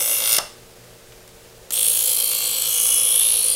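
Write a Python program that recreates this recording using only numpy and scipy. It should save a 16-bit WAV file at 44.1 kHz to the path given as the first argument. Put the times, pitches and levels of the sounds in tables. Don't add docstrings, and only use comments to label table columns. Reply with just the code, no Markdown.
import sys
import numpy as np
from scipy import signal
from scipy.fft import rfft, irfft, next_fast_len
from scipy.io import wavfile
from scipy.ndimage import map_coordinates

SR = 44100
rng = np.random.default_rng(int(sys.argv[2]) if len(sys.argv) > 2 else 0)


def transcribe(u):
    v = np.clip(np.atleast_2d(u).T, -1, 1)
    q = np.round(v * 32767).astype(np.int16)
    wavfile.write(sys.argv[1], SR, q)


N = 156555
T = np.arange(N) / SR

# pitch_hz, fade_s
ECHO_FADE = [(300, 0.3), (1500, 0.43), (5000, 0.39), (10000, 0.4), (15000, 0.18)]
# pitch_hz, gain_db
ECHO_TILT = [(4000, 0.012), (12000, -8.5)]
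# pitch_hz, level_db
HUM_TONES = [(120, -59), (176, -65), (241, -67.5), (373, -62), (457, -57.5), (590, -64.5)]
# pitch_hz, level_db
WHIRR_COLOUR = [(12, -6), (20, 1), (90, -9.5), (123, 0.5), (145, -15), (246, -10.5), (268, -19), (364, -7),
                (455, -10), (494, -5.5), (965, -15.5), (8040, -19.5), (15700, -25)]
KNOCK_COLOUR = [(150, -9), (600, 1.5), (1600, 0.5), (3800, 5), (15000, 7)]
CLUNK_COLOUR = [(150, -38), (380, -19), (580, -0.5), (850, 0.5), (1400, -0.5), (2200, -14)]
# start_s, level_db, decay_s, treble_limit_hz
GUIDE_KNOCKS = [(0.3849, -8.5, 0.0031, 6000), (1.121, -43.5, 0.0071, 4000), (1.277, -41, 0.0041, 11000),
                (1.291, -47, 0.0033, 9000), (1.7063, -21.5, 0.0051, 15100), (2.857, -29, 0.0017, 3500),
                (3.157, -35, 0.0024, 3500), (3.213, -30, 0.0025, 3420)]
# start_s, level_db
TIP_BOUNCES = [(0.32, -14.5), (0.328, -9), (0.3371, -13), (0.344, -15.5), (0.366, -11.5), (0.3814, -15.5)]

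# start_s, end_s, crest_s
TIMING_1, TIMING_2 = (-0.1, 0.39, 0.0035), (1.72, 3.7, 1.985)
# pitch_hz, level_db, lag_after_crest_s
DRONE_1 = [(552, -50.5, 0.002), (503, -53.5, 0.027)]
DRONE_2 = [(524.5, -50, 0.02), (466.4, -52.5, 0.042)]
# pitch_hz, level_db
HOUSING_COLOUR_1 = [(200, -21), (430, -12), (510, -2), (600, -1.5), (720, -11.5), (900, -9.5)]
HOUSING_COLOUR_2 = [(200, -9.5), (410, -11.5), (500, 6.5), (570, -3.5), (900, -7)]
RASP_COLOUR_1 = [(470, -49), (1100, -8), (1650, -9), (1810, -20.5), (2200, 2.5), (2440, -12), (2780, 2),
                 (3040, -3.5), (3540, 6), (3950, -2), (4830, 7.5), (5300, 11.5), (7000, -15.5), (9100, -10)]
RASP_COLOUR_2 = [(500, -33.5), (959, -11.5), (1220, -10), (1890, -18), (2100, -9.5), (2500, -2.5),
                 (3000, 4), (3350, 8.5), (3700, -0.5), (4100, 10), (4700, 12), (5200, 11), (6570, -11.5),
                 (9100, -22)]
HISS_COLOUR_1 = [(4120, -36), (7000, 0), (7220, -14), (7850, 1.5), (8520, -14), (9360, 9), (10400, -1),
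                 (11100, 1.5), (12800, -2.5), (13900, -0.5), (15700, -14)]
HISS_COLOUR_2 = [(4120, -23), (7000, -5), (7720, -5), (8660, 0.5), (12900, -1.5), (15700, -14)]
# time_s, rasp_db, hiss_db
LOUDNESS_1 = [(0.0, -29, -30), (0.13, -29, -26.5), (0.21, -28.5, -30.5), (0.3, -23.5, -30),
              (0.36, -24, -31)]
LOUDNESS_2 = [(1.72, -37, -26), (1.768, -33.5, -30), (2.08, -32, -26.5), (2.281, -32.5, -30.5),
              (2.62, -31, -33), (2.85, -32, -26.5), (3.102, -32.5, -35), (3.55, -32.5, -35)]
# place_turns, width_turns, rasp_boost_db, hiss_boost_db
HIGH_SPOTS_1 = [(0.28, 0.023, 6, 11), (0.42, 0.14, 12.5, 0.5), (0.86, 0.13, 7.5, 5)]
HIGH_SPOTS_2 = [(0.36, 0.028, 5.3, 5.5), (0.49, 0.052, 2, 5.2), (0.71, 0.06, 1.5, 8),
                (0.799, 0.018, 11.5, 1.36)]
# middle_s, half_length_s, pitch_hz, glide_hz_per_s,
# width_hz, level_db
BLADE_RINGS = [(0.01, 0.053, 8050, 0, 300, -29), (0.106, 0.056, 11160, 2, 620, -27),
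               (0.31, 0.036, 13700, 0, 550, -25), (1.784, 0.3, 3500, 0, 500, -36.5),
               (1.871, 0.092, 8900, 1495.5, 615, -24), (1.947, 0.15, 15300, 44, 806, -32),
               (2.27, 0.22, 4330, 0, 232, -35.5), (2.564, 0.17, 7820, 900, 207, -30),
               (2.86, 0.12, 6370, 0, 390, -29.5), (2.9, 0.14, 10200, 1500, 1170, -22),
               (3.153, 0.15, 3360, 1800, 397, -30), (3.203, 0.16, 10520, -9, 1280, -18.5),
               (3.442, 0.05, 4140, 2508, 274, -40.5), (3.51, 0.13, 9600, -4000, 910, -21)]
# middle_s, half_length_s, pitch_hz, level_db
BLADE_NOTES = [(2.35, 0.21, 3178, -37.5), (2.86, 0.14, 2960, -35), (2.92, 0.15, 3323, -34),
               (3.44, 0.097, 4410, -40), (3.54, 0.046, 4830, -39)]

WHEEL_HZ, MAINS_BUZZ_HZ, THROB_HZ = 55.6, 120, 8.83
RASP_BOOST_DB, HISS_BOOST_DB = 0.5, 6.5
RASP_FRESH, HISS_FRESH, HOUSING_FRESH = 0.32, 0.72, 0.87


def from_db(db):
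    return 10 ** (np.asarray(db) / 20)


def unit_power(x):
    return x / np.sqrt(np.mean(x ** 2) + 1e-20)


def at_hz(table, hz):
    pitches, values = np.transpose(table)
    return np.interp(np.log(np.maximum(hz, 1)), np.log(pitches), values)


def drift(hz):
    times = T[::16]
    curve = map_coordinates(rng.standard_normal(N // 32), [times * hz + 2], order=2, mode="wrap")
    return unit_power(np.interp(T, times, curve))


def colour(x, table):
    size = next_fast_len(N + SR // 4, real=True) * 2
    hz = np.maximum(np.arange(size // 2 + 1) * SR / size, 1)
    octaves_outside = np.abs(np.log2(hz / np.clip(hz, table[0][0], table[-1][0])))
    gain = from_db(at_hz(table, hz) - np.minimum(60 * octaves_outside, 50))
    cepstrum = irfft(np.log(gain))
    response = np.exp(2 * rfft(cepstrum[:size // 2], size))
    return unit_power(irfft(rfft(x, size) * response)[:N])


def lowpass(x, hz, order):
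    return signal.sosfilt(signal.butter(order, hz, fs=SR, output="sos"), x)


def struck(start_s, decay_s):
    return (T >= start_s) * np.exp(-np.maximum(T - start_s, 0) / decay_s)


def grains(size):
    return unit_power(rng.standard_normal(size) * from_db(4.5 * rng.standard_normal(size)))


def kitchen_echo(x):
    t = T[:SR * 2 // 3]
    edges = np.geomspace(100, 17000, 10)
    build_up = np.clip(t / 0.0096 - .5, 0, 1)
    tail = 0
    for low, high in zip(edges, edges[1:]):
        hz = np.sqrt(low * high)
        bandpass = signal.butter(2, [low, high], "band", fs=SR, output="sos")
        band = signal.sosfilt(bandpass, rng.standard_normal(len(t)))
        fade = np.exp(-np.log(1000) * t / at_hz(ECHO_FADE, hz)) * build_up
        tail += band * fade / np.linalg.norm(fade) * from_db(-10 + at_hz(ECHO_TILT, hz))
    return signal.fftconvolve(x, tail)[:N]


def motor():
    hum = 0
    for hz, db in HUM_TONES:
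        peak = np.sqrt(2) * from_db(db - 0.5 * drift(16))
        hum += peak * np.sin(2 * np.pi * hz * T + .5 * drift(7.19))
    whirr = from_db(-48 + 0.5 * drift(76)) * colour(rng.standard_normal(N), WHIRR_COLOUR)
    return hum + whirr


def throb(crest_s):
    return np.cos(2 * np.pi * THROB_HZ * (T - crest_s))


def motor_drone(tones, crest_s):
    out = 0
    for hz, db, lag_s in tones:
        swell = 1 + 0.53 * throb(crest_s + lag_s)
        out += np.sqrt(2) * from_db(db) * swell * np.sin(2 * np.pi * hz * T + .5 * drift(10))
    return out


def housing_shake(table, db, crest_s):
    return from_db(db) * (1 + 0.25 * throb(crest_s)) * colour(grit(HOUSING_FRESH), table)


def guide_knocks():
    noise = colour(rng.standard_normal(N), KNOCK_COLOUR)
    return sum(from_db(db) * struck(start_s, decay_s) * unit_power(lowpass(noise, hz, order=2))
               for start_s, db, decay_s, hz in GUIDE_KNOCKS)


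def blade_release(rock_s=0.326, free_s=0.384, thud_hz=131, ping_hz=5330):
    thud = from_db(-37) * struck(rock_s, 0.0062) * np.sin(2 * np.pi * thud_hz * (T - rock_s))
    clunk = from_db(-26) * struck(free_s, 0.024) * colour(rng.standard_normal(N), CLUNK_COLOUR)
    ping = from_db(-13) * struck(free_s, 0.004) * np.sin(2 * np.pi * ping_hz * (T - free_s))
    return thud + clunk + ping


def tip_chatter(rise_s=0.0018):
    bites = sum(from_db(db) * np.exp(-np.minimum(((T - start_s) / rise_s - 1) ** 2, 50))
                for start_s, db in TIP_BOUNCES)
    hiss = colour(grains(N), HISS_COLOUR_1)
    rasp = from_db(-13.5) * colour(grains(N), RASP_COLOUR_1)
    return bites * (hiss + rasp)


def grit(fresh_share, grains_per_turn=793, renew_s=0.2988, wobble_s=0.000016):
    surfaces = grains((64, grains_per_turn))
    turns = (T + wobble_s * drift(30)) * WHEEL_HZ
    grain = (turns % 1 * grains_per_turn).astype(int)
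    patch, blend = np.divmod(T / renew_s, 1)
    patch = patch.astype(int)
    leaving = surfaces[patch, grain] * np.cos(blend * np.pi / 2)
    arriving = surfaces[patch + 1, grain] * np.sin(blend * np.pi / 2)
    return np.sqrt(1 - fresh_share) * (leaving + arriving) + np.sqrt(fresh_share) * grains(N)


def wheel_pressure(high_spots):
    rasp_db = hiss_db = 0
    for place, width, rasp_boost, hiss_boost in high_spots:
        turns_away = (T * WHEEL_HZ - place + .5) % 1 - .5
        bump = np.exp(-.5 * (turns_away / width) ** 2)
        rasp_db += rasp_boost * bump
        hiss_db += hiss_boost * bump
    ripple = 1 + 0.047 * np.cos(2 * np.pi * MAINS_BUZZ_HZ * T)
    judder_db = drift(252.6)
    return from_db(rasp_db + .5 * judder_db) * ripple, from_db(hiss_db + judder_db) * ripple


def blade_ring(scrape, middle_s, half_s, hz, glide, width_hz, db):
    near = np.abs(T - middle_s) < 4 * half_s
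    t = T[near] - middle_s
    pitch_hz = hz + glide * np.clip(t, -2 * half_s, 2 * half_s)
    spin = np.exp(2j * np.pi * np.cumsum(pitch_hz) / SR)
    band = lowpass(scrape[near] / spin, width_hz / 2, order=1)
    band = lowpass(band, width_hz * 0.91, order=1)
    out = np.zeros(N)
    out[near] = unit_power((band * spin).real) * from_db(db) * np.exp(-(t / half_s) ** 2 / 2)
    return out


def blade_ringing(rasp_force, hiss_force, start_s, end_s):
    rasp, hiss = rasp_force * grit(RASP_FRESH), hiss_force * grit(HISS_FRESH)
    rings = sum(blade_ring(rasp if hz < 5000 else hiss, middle_s, half_s, hz, glide, width_hz, db)
                for middle_s, half_s, hz, glide, width_hz, db in BLADE_RINGS
                if start_s < middle_s < end_s)
    notes = sum(blade_ring(rasp, middle_s, half_s, hz, glide=0, width_hz=75, db=db)
                for middle_s, half_s, hz, db in BLADE_NOTES if start_s < middle_s < end_s)
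    return rings + notes


def blade_shimmer(scrape, spacing_hz=370, swing_db=4):
    out = .6 * lowpass(scrape, 6300, order=3)
    for hz in np.arange(6600, 16000, spacing_hz):
        b, a = signal.iirpeak(hz + spacing_hz * rng.uniform(-.3, .3), Q=45, fs=SR)
        out += signal.lfilter(b, a, scrape) * from_db(swing_db * drift(7))
    return out


def knife_pull(timing, loudness, high_spots, rasp_colour, hiss_colour, housing, drone, housing_db):
    start_s, end_s, crest_s = timing
    times, rasp_db, hiss_db = np.transpose(loudness)
    rasp_gain = from_db(np.interp(T, times, rasp_db) + RASP_BOOST_DB + throb(crest_s))
    hiss_gain = from_db(np.interp(T, times, hiss_db) + HISS_BOOST_DB)
    rasp_force, hiss_force = wheel_pressure(high_spots)
    out = rasp_gain * colour(blade_shimmer(rasp_force * grit(RASP_FRESH)), rasp_colour)
    out += hiss_gain * colour(blade_shimmer(hiss_force * grit(HISS_FRESH)), hiss_colour)
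    out += blade_ringing(rasp_force, hiss_force, start_s, end_s)
    out += housing_shake(housing, housing_db, crest_s)
    out += motor_drone(drone, crest_s)
    fade_in = np.clip((T - start_s) / 0.006, 0, 1)
    fade_out = np.clip((end_s - T) / 0.02, 0, 1) ** .5
    return out * fade_in * fade_out


def scene():
    knife = knife_pull(TIMING_1, LOUDNESS_1, HIGH_SPOTS_1, RASP_COLOUR_1, HISS_COLOUR_1,
                       HOUSING_COLOUR_1, DRONE_1, housing_db=-41.5)
    knife += knife_pull(TIMING_2, LOUDNESS_2, HIGH_SPOTS_2, RASP_COLOUR_2, HISS_COLOUR_2,
                        HOUSING_COLOUR_2, DRONE_2, housing_db=-48.5)
    knife += tip_chatter() + guide_knocks() + blade_release()
    return (knife + kitchen_echo(knife) + motor())[None]


def record(dry):
    rounded = 0.9 * np.tanh(dry / 0.8)
    treble_cut = signal.firwin(401, cutoff=15850, window=("kaiser", 8), fs=SR)
    return signal.fftconvolve(rounded, treble_cut[None], mode="same")


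dry = scene()
out = record(dry)
transcribe(out)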